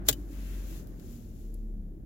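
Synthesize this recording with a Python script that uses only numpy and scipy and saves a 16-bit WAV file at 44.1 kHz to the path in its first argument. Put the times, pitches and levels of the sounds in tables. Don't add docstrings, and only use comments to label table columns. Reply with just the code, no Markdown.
import sys
import numpy as np
from scipy import signal
from scipy.fft import rfft, irfft
from scipy.io import wavfile

SR = 44100
rng = np.random.default_rng(int(sys.argv[2]) if len(sys.argv) > 2 else 0)


def dump_mix(stems):
    frames = np.atleast_2d(stems).T
    limited = np.clip(frames, -1, 1)
    pcm = np.round(limited * 32767).astype(np.int16)
    wavfile.write(sys.argv[1], SR, pcm)


N = 90801
TIME, FREQ = np.arange(N) / SR, np.fft.rfftfreq(N, 1 / SR)

# (time [s], firing rate [Hz])
FIRING_RATE = [(.15, 49.5), (.3, 48), (.5, 46.3), (.8, 44.5), (1.02, 40.4), (1.2, 40.3), (1.42, 37),
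               (1.68, 36.9), (1.8, 35.5), (2.06, 34)]
# (time [s], level [dB])
BOOM_LEVEL = [(0, -38), (.28, -41), (.43, -37), (.61, -34.5), (.73, -41.5), (.8, -37), (.85, -50),
              (.9, -41), (1.03, -49), (1.1, -42.5), (1.19, -63), (1.24, -46.5), (1.34, -43), (1.39, -48.5),
              (1.45, -37.5), (1.72, -36.5), (1.91, -41.5), (2.06, -51)]
# (multiple [x firing rate], level before body and cabin EQ [dB])
OVERTONES = [(1.5, -57), (2, -55), (3, -55), (4, -53), (5, -55), (7, -62), (9, -57.5), (12, -54.5)]
# (frequency [Hz], gain [dB])
BODY_EQ = [(15, -35), (28, -10), (42, 2.5), (65, -0.5), (110, -4), (160, -9), (220, -9.5), (340, -8),
           (430, -18), (600, -24), (800, -32), (1100, -44), (5000, -60.5)]
# (frequency [Hz], width [Hz], boost [dB])
CABIN_PEAKS = [(175.7, 6, 8), (210.8, 14, 6.5), (321.7, 9.2, 3), (594.4, 50, 2.5)]
# (time [s], level [dB])
RUMBLE_LEVEL = [(0, -43.5), (.45, -46.5), (.8, -44), (1.2, -48), (2.06, -49)]
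# (frequency [Hz], left-right correlation [-1 to 1])
RUMBLE_IMAGE = [(130, 0.65), (290, 0.96), (640, -0.13), (1400, -1), (3000, 0.5)]
# (frequency [Hz], left minus right [dB])
ENGINE_PAN = [(100, 1.3), (200, 0.5), (380, -3.5), (1300, 1), (2400, -3)]
# (time [s], level [dB])
HUM_LEVEL = [(0, -50.5), (.33, -54.5), (.55, -57.5), (.95, -61), (1.16, -47.5), (1.36, -66), (1.48, -54),
             (1.66, -50), (1.82, -52.5), (1.95, -62.5)]
# (frequency [Hz], gain [dB])
AIR_EQ = [(300, -3), (600, 4.5), (900, -4.5), (1200, -6.5), (1650, -5), (2300, -15), (3500, -25),
          (8000, -49.5)]
# (time [s], level [dB])
AIR_LEVEL = [(0, -55), (.25, -64), (.75, -62), (1.05, -66.5), (1.4, -75), (2.06, -76)]

# (time [s], level before EQ [dB], length [s])
CRACKS = [(0.0865, -7.5, 0.0028), (0.09, -19.5, 0.0042), (0.112, -34.5, 0.0029), (0.1253, -38.5, 0.0098)]
# (frequency [Hz], gain [dB])
CRACK_EQ = [(100, -8.5), (300, -1), (760, -0.5), (970, -8), (1650, -1.5), (2500, -2), (3600, 1.5),
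            (5200, -1), (7300, 3), (9500, 2), (12000, 0), (15500, 6)]
# (frequency [Hz], width [Hz], boost [dB])
PLASTIC_PEAKS = [(2017, 100, 7.5), (3120, 70, 3.5), (3460, 80.4, 4), (3874, 160, 9), (4520, 200, 6.5),
                 (7500, 1400, 7), (11650, 500, 6.5)]
# (frequency [Hz], T60 [s])
CABIN_T60 = [(150, 0.048), (450, 0.12), (1000, 0.054), (3500, 0.059), (8000, 0.043), (15000, 0.05)]
# (frequency [Hz], level [dB], T60 [s])
KNOCK_MODES = [(436.2, -19.5, .055), (608, -25, 0.035), (805, -23.5, 0.023), (1092, -30, 0.04)]
# (frequency [Hz], level [dB], T60 [s])
THUMP_MODES = [(125, -28.5, 0.13), (266, -31.5, 0.1)]
# (frequency [Hz], level [dB], T60 [s])
REBOUND_MODES = [(2820, -41, .035), (3030, -39, 0.064), (4800, -35.5, 0.033)]

# (time [s], level [dB])
RUSTLE_LEVEL = [(.04, -76.5), (.07, -46), (.16, -61), (.27, -64.5), (.33, -57.8), (.54, -54.3),
                (.63, -56.5), (.69, -52.5), (.79, -53.3), (.855, -66), (.97, -65.5), (1.03, -60),
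                (1.13, -57), (1.22, -62), (1.32, -65), (1.41, -62.5), (1.52, -68), (1.72, -76.5),
                (2.06, -87)]
# (frequency [Hz], gain [dB])
RUSTLE_EQ = [(400, 0.5), (1000, -3), (2600, -2.5), (4000, -2), (7000, 2.5), (12000, -1), (16000, 0)]
# (time [s], level [dB])
RASP_LEVEL = [(.27, -82), (.34, -62.5), (.54, -58.5), (.65, -64), (.76, -62), (.85, -83)]
# (frequency [Hz], width [Hz], boost [dB])
RASP_PEAKS = [(1740, 780, 5), (2650, 170, 7.5)]
# (time [s], level before EQ [dB], centre [Hz], half-width [octaves], decay [s])
TICKS = [(0.8722, -37, 14000, 0.71, 0.00026), (.9972, -50.5, 5000, 2.5, 0.004),
         (1.5406, -43.5, 9700, 0.18, 0.0053)]
# (frequency [Hz], gain [dB])
LEFT_EQ = [(1000, -2), (4000, 2.5), (5500, 1.5), (7200, 3.5), (8300, -4.5), (9500, -3), (11500, 4),
           (15500, 1.5)]
# (frequency [Hz], gain [dB])
RIGHT_EQ = [(1000, 0.5), (3800, -2.5), (5200, -12), (8000, -21), (9500, -7), (11700, 3.5), (13000, -1.5),
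            (15500, -3)]


def engine():
    rate = curve(FIRING_RATE)
    firings = np.cumsum(rate) / SR
    tones = np.sqrt(2) * (hum(firings) + firing_note(rate, firings))
    mix = tones + rumble(firings) + air_rush()
    pan = amp(np.outer([.5, -.5], by_freq(ENGINE_PAN)))
    return irfft(rfft(mix) * pan, N)


def firing_note(rate, firings, waver_db=2.5, waver_hz=6.5, jitter_cycles=0.017):
    note = amp(curve(BOOM_LEVEL)) * np.sin(2 * np.pi * firings)
    for multiple, db in OVERTONES:
        hz = multiple * rate
        body_db = by_freq(BODY_EQ, hz) + peaks_db(CABIN_PEAKS, hz)
        phase = multiple * (firings + jitter_cycles * drift(waver_hz)) + rng.random()
        note += amp(db + body_db + waver_db * drift(waver_hz)) * np.cos(2 * np.pi * phase)
    return note


def rumble(firings, throb_depth=0.31):
    throb = 1 + throb_depth * np.cos(2 * np.pi * firings)
    left, spread = rng.standard_normal((2, N)) * throb
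    shared = np.clip(by_freq(RUMBLE_IMAGE), -1, 1)
    right = irfft(shared * rfft(left) + np.sqrt(1 - shared ** 2) * rfft(spread), N)
    body_db = by_freq(BODY_EQ) + peaks_db(CABIN_PEAKS)
    return shaped(np.array([left, right]), body_db, RUMBLE_LEVEL)


def hum(firings, multiple=5.87, waver_db=1.65):
    level_db = curve(HUM_LEVEL) + waver_db * drift(hz=17)
    return amp(level_db) * np.cos(2 * np.pi * multiple * firings)


def air_rush():
    return shaped(rng.standard_normal((2, N)), by_freq(AIR_EQ), AIR_LEVEL)


def plastic_snap(slip_db=-22.5, slip_s=0.0017):
    start = CRACKS[0][0]
    slip = amp(slip_db) * np.exp(-abs(TIME - start) / slip_s) * (TIME < start)
    pulses = sum(amp(db) * np.sin(np.pi * np.clip((TIME - at) / length, 0, 1))
                 for at, db, length in CRACKS)
    cracks = (slip + pulses) * rng.standard_normal((2, N))
    plastic = eq(cracks + cabin_reverb(cracks), by_freq(CRACK_EQ) + peaks_db(PLASTIC_PEAKS))
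    knock = struck(KNOCK_MODES, start, rise_s=0.0036)
    thump = struck(THUMP_MODES, start=.102, rise_s=.004)
    ring = struck(REBOUND_MODES, start=.1275, rise_s=0.00073)
    return plastic + knock + thump + ring


def cabin_reverb(x, wet_db=-6, rise_s=0.0024):
    t = TIME[:SR // 4]
    hz, age, bands = signal.stft(rng.standard_normal((2, len(t))), SR, nperseg=128)
    bands *= np.exp(-np.log(1000) * age / by_freq(CABIN_T60, hz)[:, None])
    tail = signal.istft(bands, SR)[1][:, :len(t)] * (1 - np.exp(-t / rise_s))
    impulse = amp(wet_db) * unit(tail) / np.sqrt(len(t))
    return signal.fftconvolve(x, impulse, axes=1)[:, :N]


def cloth_rustle(grain_db=0.5):
    grains = rng.standard_normal((2, 2, N)) * amp(grain_db * drift(hz=500))
    brush = shaped(grains[0], by_freq(RUSTLE_EQ), RUSTLE_LEVEL)
    rasp = shaped(grains[1], band_db(hz=1920, octaves=1) + peaks_db(RASP_PEAKS), RASP_LEVEL)
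    pressing = (TIME > RASP_LEVEL[0][0]) * (TIME < RASP_LEVEL[-1][0])
    return brush + rasp * pressing


def handling_ticks(tail_db=-20.5, tail_s=0.019):
    out = np.zeros((2, N))
    for at, db, hz, octaves, decay in TICKS:
        t = abs(TIME - at)
        envelope = (TIME >= at) * (np.exp(-t / decay) + amp(tail_db) * np.exp(-t / tail_s))
        out += eq(rng.standard_normal((2, N)) * envelope, db + band_db(hz, octaves, order=2))
    return out


def hiss(gain_db=-76):
    return eq(rng.standard_normal((2, N)), gain_db + band_db(hz=15000, octaves=1, order=2))


def struck(modes, start, rise_s):
    t = np.maximum(TIME - start, 0)
    ring = sum(amp(db) * np.exp(-np.log(1000) * t / t60) * np.sin(2 * np.pi * hz * t)
               for hz, db, t60 in modes)
    return (1 - np.exp(-t / rise_s)) * ring


def shaped(noise, eq_db, envelope):
    return unit(eq(noise, eq_db)) * amp(curve(envelope))


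def eq(x, db):
    cepstrum = irfft(np.log(amp(db)), N)
    cepstrum[..., 1:] *= 2 * (np.arange(1, N) < N / 2)
    return irfft(rfft(x) * np.exp(rfft(cepstrum)), N)


def band_db(hz, octaves, order=4):
    return -10 * np.log10(1 + (np.log2((FREQ + 1) / hz) / octaves) ** order)


def peaks_db(peaks, hz=FREQ):
    return sum(db / (1 + (2 * (hz - centre) / width) ** 2) for centre, width, db in peaks)


def drift(hz):
    return unit(irfft(rfft(rng.standard_normal(N)) * np.exp(-(FREQ / hz) ** 2), N))


def curve(points):
    return np.interp(TIME, *np.transpose(points))


def by_freq(points, hz=FREQ):
    knots, values = np.transpose(points)
    return np.interp(np.log(hz + 1), np.log(knots + 1), values)


def amp(db):
    return 10 ** (np.asarray(db) / 20)


def unit(x):
    return x / np.sqrt(np.mean(x ** 2) + 1e-20)


def scene():
    idle = engine()
    close = cloth_rustle() + hiss() + plastic_snap() + handling_ticks()
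    ports_db = np.array([by_freq(LEFT_EQ), by_freq(RIGHT_EQ)])
    return idle + eq(close, ports_db)


def record(dry):
    ceiling = .75
    soft = ceiling * np.tanh(dry / ceiling)
    lowpass = signal.firwin(401, 16000, window=("kaiser", 9), fs=SR)
    return signal.oaconvolve(soft, lowpass[None], "same")


dry = scene()
out = record(dry)
dump_mix(out)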